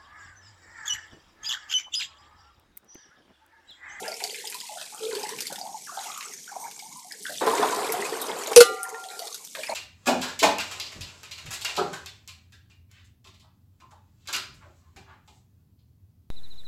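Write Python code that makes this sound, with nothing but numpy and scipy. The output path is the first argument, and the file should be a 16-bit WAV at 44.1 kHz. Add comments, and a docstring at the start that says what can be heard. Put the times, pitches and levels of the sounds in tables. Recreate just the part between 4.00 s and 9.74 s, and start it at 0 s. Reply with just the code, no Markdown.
"""A steel bucket is dipped into a water tank, fills, drips and is poured into a plastic tub; emptied,
it knocks and rings on its way back. Plops, drops and gurgles are ringing air bubbles; the pour is a
resonant rush full of bubbles; the steel is a sum of decaying modes; spray and trickle are shaped noise.
Water trickles in the tank all along, and its walls return short reflections.
A phone microphone with a noise suppressor listens from nearby and overloads on the knocks."""
import sys
import numpy as np
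from scipy import signal
from scipy.io import wavfile
from scipy.ndimage import uniform_filter1d

SR = 44100
rng = np.random.default_rng(int(sys.argv[2]) if len(sys.argv) > 2 else 0)


def dump_mix(stems):
    """Bounce the given channels to the path in sys.argv[1] as a 16-bit WAV at rate SR."""
    frames = np.atleast_2d(stems).T  # one column per channel
    limited = np.clip(frames, -1, 1)  # hard clip at full scale
    pcm = np.round(limited * 32767).astype(np.int16)
    wavfile.write(sys.argv[1], SR, pcm)


N = 253134  # samples


def amp(db):
    """Amplitude factor of a level in dB."""
    return np.exp(np.asarray(db) * (np.log(10) / 20))


def evened(x):
    """The signal scaled to rms 1."""
    return x / np.sqrt(np.mean(x ** 2) + 1e-20)


def add(mix, s, sound):
    """Mixes in a sound from second s, trimmed at both ends of the scene."""
    start = round(s * SR)
    sound = sound[max(-start, 0):]
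    part = mix[max(start, 0):][:len(sound)]
    part += sound[:len(part)]


def curve(table, column):
    """One column of a table, interpolated over t/s at every sample."""
    rows = np.transpose(table)
    return np.interp(np.arange(N) / SR, rows[0], rows[column])


def hiss(spectrum, patchy_db=0., flicker_db=0.):
    """Noise from random short-time spectra with drifting patches and wide-band flicker, rms 1."""
    frames, hz = N // 128 + 5, np.fft.rfftfreq(512, 1 / SR)
    real, imaginary, patches = rng.standard_normal((frames, 257, 3)).T
    patches = uniform_filter1d(patches, 6, 0)  # across frequency
    patches = evened(uniform_filter1d(patches, 12, 1))  # across time
    f, db = np.transpose(spectrum)
    colour_db = np.interp(np.log(hz + 1), np.log(f + 1), db)[:, None]
    flicker = flicker_db * rng.standard_normal(frames)
    z = (real + 1j * imaginary) * amp(colour_db + patchy_db * patches + flicker)
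    return evened(signal.istft(z, nperseg=512, noverlap=384)[1][:N])


def resonate(x, hz, width):
    """Resonance along the curve hz: shifts it to zero, smooths twice, shifts back; rms 1."""
    turn = np.exp(2j * np.pi * np.cumsum(hz) / SR)
    r = np.exp(-np.pi * width / SR)
    smooth = signal.lfilter([1], [1, -2 * r, r * r], x / turn)
    return evened((turn * smooth).real)


def bubble(hz, t60, rise=0.22, onset_s=.002):
    """A ringing pocket of air; its pitch climbs as it nears the surface."""
    t = np.arange(round(t60 * SR)) / SR
    turns = hz * (t + rise * t ** 2 / t60)
    return (1 - np.exp(-t / onset_s)) * amp(-60 * t / t60) * np.sin(2 * np.pi * turns)


def swarm(hz, per_s, octaves, cycles, spread_db):
    """Many bubbles at random moments, a few much louder, scattered about the pitch curve hz; rms 1."""
    out, n = np.zeros(len(hz)), len(hz)
    for when, tune, big in rng.random((round(per_s * n / SR), 3)):
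        pitch = hz[int(when * n)] * 2 ** (octaves * (tune - .5))
        one = bubble(pitch, cycles / pitch, rise=0.061, onset_s=1 / pitch)
        add(out, when * n / SR, amp(-spread_db * np.log(big + 0.015)) * one)
    return evened(out)


# Large bubbles and plops at the bucket: (t/s, level/dB, starting f/Hz, t60/s)
PLOPS = [(0.027, -23.5, 453, 0.033), (0.203, -33, 887, 0.054), (0.264, -31, 770, 0.039),
         (0.355, -33, 2060, 0.048), (0.442, -28, 820, 0.039), (0.547, -29, 977, 0.069),
         (0.631, -35.5, 938, 0.073), (0.693, -28, 818, 0.1), (0.924, -32, 823, 0.089),
         (1.019, -29, 438.2, 0.41), (1.042, -27, 428, 0.041), (1.085, -27.5, 460, 0.067),
         (1.129, -22.5, 412, 0.066), (1.16, -24, 402, 0.1), (1.18, -32, 850, 0.054),
         (1.236, -19, 831, 0.047), (1.294, -40, 867, 0.068), (1.32, -31, 454, 0.12),
         (1.507, -34, 880, 0.029), (1.522, -20, 550, 0.021), (1.581, -30, 810, 0.072),
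         (1.613, -18.5, 755, 0.022), (1.637, -25.5, 688, 0.029), (1.66, -22.5, 812, 0.05),
         (1.691, -24.5, 785, 0.053), (1.743, -20.5, 845, 0.044), (1.871, -25.5, 1610, 0.015),
         (1.893, -23, 1103, 0.026), (1.972, -22.5, 775, 0.058), (2.054, -24, 740, 0.027),
         (2.1, -19, 1180, 0.018), (2.185, -23, 1145, 0.023), (2.254, -30, 1264, 0.044),
         (2.564, -15, 716, 0.022), (2.646, -26, 893, 0.069), (2.824, -29, 817, 0.033),
         (2.96, -41.5, 993, 0.21), (3.045, -42.5, 723, 0.14), (3.263, -24, 1507, 0.057),
         (3.413, -18, 870, 0.046), (3.469, -18, 1013, 0.3), (3.47, -9, 425, 0.038), (3.472, -33, 664, 0.08),
         (3.531, -14.5, 910, 0.076), (3.595, -8.5, 409, 0.037), (3.62, -17.5, 718, 0.075),
         (3.63, -13.5, 989, 0.09), (3.64, -17, 405, 0.07), (3.725, -19, 988, 0.13),
         (3.767, -26.5, 404, 0.24), (3.89, -20, 437, 0.092), (3.935, -25, 714, 0.23),
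         (3.99, -22.5, 395, 0.15), (4.124, -18.5, 445, 0.052), (4.302, -14.5, 470, 0.022),
         (4.36, -30, 470, 0.28), (4.477, -20, 617, 0.039), (4.513, -19, 788, 0.063),
         (4.924, -32, 445, 0.15), (5.217, -25, 674, 0.049), (5.588, -24, 535, 0.036),
         (5.693, -33, 594, 0.18)]


def plops():
    """Large air pockets rung one by one."""
    out = np.zeros(N)
    for s, db, hz, t60 in PLOPS:
        add(out, s, amp(db) * bubble(hz, t60, rise=0.077, onset_s=0.003))
    return out


# Slugs of water landing in the tub: (t/s, stream level/dB)
SURGES = [(3.41, -39), (3.467, -24.5), (3.592, -34), (3.618, -27), (4.124, -48), (4.294, -36), (4.515, -34)]
SURGE_RISE_S, SURGE_FADE_DB_PER_S = 0.0018, 308
POUR_FROM_S, POUR_TO_S, POUR_DB = 3.41, 4.55, -29
THINNING_DB_PER_S = 10  # the stream thins as the bucket empties


def flow():
    """Strength of the poured stream: a thinning flow with sudden surges."""
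    t, since = np.arange(N) / SR, np.arange(SR // 4) / SR
    pouring = (t > POUR_FROM_S) * (t < POUR_TO_S)
    out = amp(POUR_DB - THINNING_DB_PER_S * (t - POUR_FROM_S)) * pouring
    for s, db in SURGES:
        rise = np.minimum(since / SURGE_RISE_S, 1)
        add(out, s, rise * amp(db - SURGE_FADE_DB_PER_S * since))
    return out


# Spectrum of the rush with the plastic tub's resonances: (f/Hz, level per Hz/dB)
TUB_RUSH = [(59, -66), (100, -50), (134, -42), (333, -5), (447, -0.5), (521, -6), (1030, -3), (1610, -12.5),
            (2370, -18.5), (2850, -26.5), (4000, -19.5), (5200, -74), (8800, -120)]


def pour(stream):
    """A dense rush that starts when the stream lands in the tub, full of bubbles."""
    froth, flat = np.zeros(N), np.ones(round(1.2 * SR))
    low_bubbles = amp(-6.5) * swarm(860 * flat, 150, 0.91, 40, 3.4)
    high_bubbles = amp(-12) * swarm(1580 * flat, 120, .64, 38, 3.2)
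    add(froth, POUR_FROM_S, low_bubbles + high_bubbles)
    return stream * (hiss(TUB_RUSH, 0.79, 2.2) + froth)


# Contacts of the empty bucket, the first before the start:
# (t/s, crack level/dB, crack t60/s, boom level/dB, boom t60/s, wall level/dB, t/s when water damps the wall)
KNOCKS = [(-.6, -70, .1, -65, .1, -11, 0.12), (4.5614, -5.5, 0.15, 3.5, 0.98, -53.5, 6.4),
          (4.5686, -33, 0.038, 6, 0.16, -30, 3.4), (4.6045, -12.5, 0.14, 12.5, 0.059, -16.5, 5.22)]
# The bucket's base and the air in it: (f/Hz, relative level/dB)
BASE_MODES = [(479, 0), (452, -16)]
# The steel wall: (f/Hz, relative level/dB, t60/s)
WALL_MODES = [(754, -21, 3.0), (781, -22, 2.0), (1200, -7, .62), (1389, -15, 1.8), (1395.4, -16.5, 1.8),
              (1951, -19, .7), (2923, -14, .42), (1396, 7, .1), (1492, 4, .1), (2094, -3, .1),
              (2618, -1, .1), (3774, -16, .25), (4091, -12, .4), (4385, 0, .1), (4947, -24, .5),
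              (5319, -6, .12), (7069, -4, .12), (8020, -10, .15), (9211, -10, .15)]
# Spectrum of the contact noise: (f/Hz, level per Hz/dB)
CRACK_SPECTRUM = [(350, -16), (600, -1.5), (1030, -12), (1420, -9.5), (2310, -16), (2540, -4.5), (7150, -9),
                  (10300, -7), (15000, -25.5)]


def knocks():
    """A crack, the boom of the base, and the wall's modes; a new contact chokes the boom before it."""
    out, t, crackle = np.zeros(N), np.arange(SR) / SR, hiss(CRACK_SPECTRUM, 3., 2.5)
    until = [row[0] for row in KNOCKS[1:]] + [N / SR]
    for knock, end in zip(KNOCKS, until):
        s, crack_db, crack_t60, boom_db, boom_t60, ring_db, wet_s = knock
        boom = sum(amp(db) * np.sin(2 * np.pi * hz * (t + s)) for hz, db in BASE_MODES)
        swell = (1 - np.exp(-t / 0.0045)) ** 2 * amp(boom_db - 60 * t / boom_t60)
        choke = np.exp(-np.maximum(t + s - end, 0) / 0.0036)
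        wall = np.zeros(SR)
        for k, (hz, db, t60) in enumerate(WALL_MODES):
            phase_sign = (-1) ** k  # neighbouring modes start in opposite phase
            wall += phase_sign * amp(db - 60 * t / t60) * np.sin(2 * np.pi * hz * t)
        wall *= np.exp(-np.maximum(t + s - wet_s, 0) / 0.05)
        crack = amp(crack_db - 60 * t / crack_t60) * crackle[round(abs(s) * SR):][:SR]
        add(out, s, boom * swell * choke + amp(ring_db) * wall + crack)
    return out


# Drops and splash ticks: (t/s, level/dB, strongest f/Hz, crack level relative to the drop/dB)
DROPS = [(0.0802, -20.5, 4960, -8), (0.1185, -20, 4570, -12), (0.1415, -19, 5200, -14),
         (0.2029, -31.5, 1940, 6.5), (0.2393, -12.5, 4510, -7), (0.2754, -26, 4240, -6),
         (0.3066, -21, 4560, -19.5), (0.3451, -28.5, 2330, 3), (0.388, -24.5, 6450, -11.5),
         (0.4557, -18, 8500, -24), (0.4727, -19, 4900, -6.5), (0.4998, -18.5, 9400, -10.5),
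         (0.5234, -28.5, 2420, 4.5), (0.5442, -26.5, 4200, 2), (0.6025, -23.5, 4900, -4.5),
         (0.668, -30, 4300, -12.5), (0.8001, -30, 4120, -7.5), (0.8135, -32.5, 3140, 8.5),
         (0.947, -18.5, 8300, -20), (1.0348, -31, 3970, 2), (1.1515, -20.5, 4480, -4),
         (1.1967, -23, 6260, -9), (1.232, -23.5, 4800, -4), (1.2918, -19, 5660, -8),
         (1.3869, -33, 2210, 9.5), (1.4057, -18, 5700, -2.5), (1.421, -21.5, 4600, -6),
         (1.469, -20, 4470, -2.5), (1.5262, -35.5, 4700, 10), (1.558, -38.5, 3140, 15),
         (1.588, -28, 5240, -1), (1.6135, -19.5, 4660, -26), (2.176, -21, 7000, -9),
         (2.2083, -34.5, 2640, 10), (2.2268, -35, 2180, 8), (2.337, -23.5, 6200, -8),
         (2.7122, -33, 4100, 4), (2.7923, -32.5, 3660, 5.5), (2.9716, -20, 8940, -22),
         (3.1218, -24, 5040, -4), (3.2344, -18, 9600, -20), (3.3278, -32, 7510, -15),
         (3.3753, -18, 6000, -22), (3.58, -24, 2330, 2), (3.6277, -20, 3380, -4), (3.8447, -25, 2380, -2),
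         (3.894, -24.5, 2180, -17), (3.922, -6, 11000, -10.5), (4.0237, -18, 1965, -21),
         (4.0512, -22, 2450, -6), (4.2162, -10, 12800, -10), (4.223, -24.5, 3700, -7),
         (4.2946, -27, 2100, -9.5), (4.3879, -19, 7050, -13), (4.437, -19, 5900, -12),
         (4.4722, -16, 6770, -11), (4.517, -21.5, 6550, -5), (4.5321, -28, 2260, 9),
         (4.8315, -6, 9200, -20), (4.892, -22.5, 6280, -9), (4.9453, -28, 1800, -5), (5.04, -34, 3300, 1),
         (5.1928, -22.5, 4500, -3), (5.2546, -24, 6280, -10), (5.2715, -31, 3510, 6),
         (5.3266, -19, 6200, -25.5), (5.3444, -22, 4740, -0.5), (5.4493, -26.5, 5760, -1.5),
         (5.5509, -36, 1770, 17), (5.6339, -20, 2384, -3.5), (5.6696, -23, 5030, -27),
         (5.6987, -20.5, 4240, -16)]
DROP_T60_S = 0.031  # of the crack, and the longest for a bubble


def drops():
    """Each drop cracks the surface and leaves a small bubble; the tiniest bubbles die soonest."""
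    out, crackle = np.zeros(N), rng.standard_normal(N)
    t = np.arange(round(DROP_T60_S * SR)) / SR
    for s, db, hz, crack_db in DROPS:
        t60 = min(DROP_T60_S, 0.012 * (4500 / hz) ** 2)
        add(out, s, amp(db - 3) * bubble(hz, t60, rise=0.063, onset_s=0.000095))
        band = signal.butter(1, [hz / 1.5, min(hz * 2, 18000)], "band", fs=SR)
        crack = signal.lfilter(*band, crackle[round(s * SR):][:len(t)])
        add(out, s, amp(db + crack_db - 60 * t / DROP_T60_S) * crack)
    return out


# Laps of water, each a burst of small bubbles: (t/s, hold/s, level/dB, starting f/Hz)
LAPS = [(0.0, 0.097, -44.5, 788), (0.065, .06, -42, 594), (0.04, 0.018, -41.5, 1626), (0.2, 0.1, -45, 757),
        (0.34, 0.16, -51, 1830), (0.44, 0.082, -55.5, 870), (0.512, 0.35, -57.5, 930),
        (0.455, 0.05, -55, 1920), (0.704, .07, -46.5, 695), (0.799, .07, -49.5, 688),
        (0.77, 0.086, -52.5, 1526), (0.92, 0.14, -52, 796), (0.92, .17, -53.5, 1264), (1.1, 0.23, -46, 900),
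        (1.109, 0.11, -48, 1540), (1.247, 0.2, -47.5, 1925), (1.5, 0.041, -47, 797),
        (1.5, 0.021, -45, 1530), (1.58, 0.18, -45.5, 775), (1.87, 0.16, -44.5, 1360),
        (1.912, 0.068, -51.5, 700), (1.972, 0.14, -42.5, 783), (2.08, 0.18, -47, 1186),
        (2.25, 0.05, -51, 808), (2.33, 0.013, -50.5, 1670), (2.475, 0.052, -46, 880),
        (2.475, 0.018, -44.5, 1504), (2.55, 0.12, -42.5, 855), (2.64, 0.019, -53, 1560),
        (2.82, .06, -52.5, 820), (2.902, .12, -53, 935), (3.03, 0.11, -55.5, 822),
        (3.09, 0.048, -51.5, 1780), (3.25, 0.04, -40.5, 1707), (3.29, 0.021, -41, 644),
        (4.84, 0.019, -43, 1890), (4.854, 0.15, -45.5, 916), (5.023, 0.174, -48.5, 740),
        (5.1, 0.041, -46.5, 1560), (5.196, 0.15, -55.5, 1194), (5.2, 0.071, -45.5, 722),
        (5.39, 0.02, -48.5, 900), (5.545, .05, -48, 1690), (5.545, 0.066, -45, 572),
        (5.549, 0.16, -52.5, 958), (5.587, .03, -45.5, 3020), (5.629, .04, -41, 2316),
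        (5.666, .05, -47, 1710), (5.69, .06, -37, 618), (5.684, .06, -36.5, 906)]
LAP_RISE_S, LAP_FADE_DB_PER_S, LAP_LONGEST_S = .004, 261, .36
LAP_CLIMB = 0.17  # share by which the pitch climbs in a second


def laps():
    """Each lap starts at once, gurgles on about one pitch, then fades."""
    out, t = np.zeros(N), np.arange(round(LAP_LONGEST_S * SR)) / SR
    for s, hold, db, hz in LAPS:
        pitch = hz * (1 + LAP_CLIMB * t)
        churn = resonate(rng.standard_normal(len(t)), pitch, 0.42 * hz)
        gurgle = swarm(pitch, 90, 0.35, 44, 3.0) + amp(-4) * churn
        fade = amp(db - LAP_FADE_DB_PER_S * np.maximum(t - hold, 0))
        add(out, s, np.minimum(t / LAP_RISE_S, 1) * fade * evened(gurgle))
    return out


# Water stirring in tank and bucket: (t/s, hollow slosh level/dB before the pour adds to it, spray level/dB)
STIR = [(0.0, -36, -40), (0.12, -48.5, -44), (0.2, -50.5, -40), (0.55, -51, -41.5), (0.75, -78, -40.5),
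        (0.97, -50, -44), (1.05, -40.5, -39), (1.22, -41, -40.5), (1.4, -50, -40), (1.6, -66, -46),
        (1.75, -57, -47.5), (2.06, -57, -39), (2.2, -66, -46.5), (2.26, -54.5, -44.5), (2.5, -58, -47.5),
        (2.82, -56.5, -48), (3.0, -77, -46), (3.14, -52, -51), (3.22, -57, -41.5), (3.3, -58, -39),
        (3.5, -54, -35), (4.5, -49, -40.5), (4.7, -31, -41.5), (4.85, -53.5, -52), (5.25, -52, -40),
        (5.48, -59, -46.5), (5.6, -61, -38.5), (5.74, -60, -45)]


def slosh(stream):
    """Slosh in the hollow bucket: bubbles over churning noise near one pitch, stronger with the pour."""
    flat = np.ones(N)
    churn = resonate(rng.standard_normal(N), 445 * flat, 80)
    sound = swarm(440 * flat, 90, .4, 36, 3.5) + amp(-3) * churn
    return evened(sound) * (amp(curve(STIR, column=1)) + amp(-9.5) * stream)


# Spectrum of the spray noise: (f/Hz, level per Hz/dB)
SPRAY_SPECTRUM = [(1650, -34), (2800, -11), (4480, -5), (6190, -7), (8140, -3), (10600, -10.5),
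                  (13000, -12.5), (14500, -19), (15000, -42)]


def spray():
    """Fine fizz of tiny bubbles over flickering noise, following the stirring."""
    fizz = amp(-6) * swarm(4800 * np.ones(N), 240, 1.3, 14, 4.5) + hiss(SPRAY_SPECTRUM, 1.5, 2.5)
    return evened(fizz) * amp(curve(STIR, column=2))


# Light lapping in the tank: (t/s, level/dB)
LAPPING = [(0.0, -46), (0.4, -50.5), (0.91, -54), (1.07, -48.5), (1.23, -46), (1.39, -50.5), (1.63, -61.5),
           (1.89, -53), (2.08, -45.5), (2.65, -66), (3.09, -66), (3.34, -50), (3.52, -44), (3.63, -44.5),
           (3.87, -46.5), (4.2, -47.5), (4.59, -47), (4.86, -52), (5.55, -58), (5.74, -44.5)]


def lapping():
    """Light lapping: small bubbles over a broad resonance of churning noise."""
    flat = np.ones(N)
    churn = resonate(rng.standard_normal(N), 2500 * flat, 790)
    sound = swarm(2500 * flat, 170, .75, 40, 3.3) + amp(-2.5) * churn
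    return evened(sound) * amp(curve(LAPPING, column=1))


# Low wash of moving water: (t/s, level/dB before the pour adds to it)
WASH = [(0.0, -53), (0.14, -65), (1.04, -67), (1.28, -56), (1.58, -52), (1.8, -64.5), (3.01, -65),
        (3.47, -51), (3.6, -80), (3.9, -51.5), (4.64, -76), (4.8, -75), (5.16, -82), (5.74, -55)]


def wash(stream):
    """Low patchy noise of moving water, stronger with the pour."""
    low = hiss([(40, -27.5), (100, -35.5), (180, 9.5), (290, 7.5), (400, -25.5)], 3.9, 0.8)
    return low * (amp(curve(WASH, column=1)) + amp(-22.5) * stream)


DRAIN_FROM_S, DRAIN_TO_S, DRAIN_DB, DRAIN_HZ = 1.48, 3, -46, 6300


def drain():
    """Water sheeting off the rising bucket: a fine hiss that swells and fades."""
    u = np.clip((np.arange(N) / SR - DRAIN_FROM_S) / (DRAIN_TO_S - DRAIN_FROM_S), 0, 1)
    colour = [(DRAIN_HZ * .7, -30), (DRAIN_HZ * .88, -2), (DRAIN_HZ * 1.08, 0),
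              (DRAIN_HZ * 1.3, -25), (16000, -50)]
    return amp(DRAIN_DB) * np.sin(np.pi * u) ** .5 * hiss(colour, 3., 2.)


# Faint high tinkles while the full bucket is lifted: (t/s, level/dB)
TINKLES = [(2.602, -56), (2.809, -61.5), (2.99, -74)]
# Tones of each tinkle: (f/Hz, relative level/dB)
TINKLE_TONES = [(8511, 11.5), (11122, 7), (11978, 8), (14093, -2.5)]


def tinkle():
    """Thin decaying steel tones, barely heard."""
    out, t = np.zeros(N), np.arange(SR // 5) / SR
    tones = sum(amp(db - 60 * t / 0.29) * np.sin(2 * np.pi * hz * t) for hz, db in TINKLE_TONES)
    for s, db in TINKLES:
        add(out, s, amp(db) * tones)
    return out


# Spectrum of the trickle in the tank: (f/Hz, level per Hz/dB)
TRICKLE_SPECTRUM = [(18, -58), (30, -22), (92, -34), (176, -9.5), (437, -19.5), (581, -8), (881, 1),
                    (1240, -12), (1730, -12), (2250, 2.5), (3070, -19.5), (6880, 0), (13900, -16),
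                    (15000, -41)]


def trickle():
    """Steady background trickle: patchy, flickering noise."""
    return amp(-47) * hiss(TRICKLE_SPECTRUM, 3.7, 4.2)


def reflections(x):
    """Short reflections off the tank walls: sparse taps of random sign dying away."""
    taps, at = np.zeros(SR // 4), np.arange(120, SR // 4 - 20, 20)
    signs = rng.choice([-1., 1.], len(at))
    taps[at + rng.integers(0, 20, len(at))] = signs * amp(-60 * at / SR / 0.09)  # t60 0.09 s
    return signal.fftconvolve(x, taps / np.linalg.norm(taps))[:N]


def scene():
    """Bucket and water together; only plops, drops and tinkles get the reflections."""
    stream = flow()
    near = plops() + drops() + tinkle()
    moving = pour(stream) + laps() + slosh(stream) + spray() + lapping() + wash(stream) + drain()
    return (near + knocks() + amp(-4.5) * reflections(near) + moving + trickle())[None]


EDGE_HZ = 14500  # upper band limit


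def record(dry):
    """Phone microphone: bass cut, suppressor lowering bands near their quiet level, overload, band limit."""
    x = signal.sosfilt(signal.butter(3, 140, "high", fs=SR, output="sos"), dry[0])
    hz, _, z = signal.stft(x, SR, nperseg=512, noverlap=384)
    power = uniform_filter1d(uniform_filter1d(abs(z) ** 2, 3, 0), 4, 1)
    power_db = 10 * np.log10(abs(power) + 1e-14)
    over_db = power_db - np.percentile(power_db, 25, axis=1, keepdims=True)
    # deepest near 600 Hz
    depth_db = np.interp(hz, [300, 600, 3000, 5000], [0.8, 28, 6.6, 2.9])[:, None]
    fall = np.arange(z.shape[1]) * 128 / SR * 47.0  # opens at once, closes by this many dB a second
    open_db = np.clip(1.8 * (over_db - 10), -depth_db, 0)
    gate_db = np.maximum.accumulate(open_db + fall, axis=1) - fall
    x = signal.istft(z * amp(gate_db), nperseg=512, noverlap=384)[1][:N]
    x = np.clip(x, -.97, .97)  # overload
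    band_limit = signal.firwin(511, EDGE_HZ, window=("kaiser", 9), fs=SR)
    return signal.oaconvolve(x, band_limit, "same")[None]


dry = scene()
out = record(dry)
dump_mix(out)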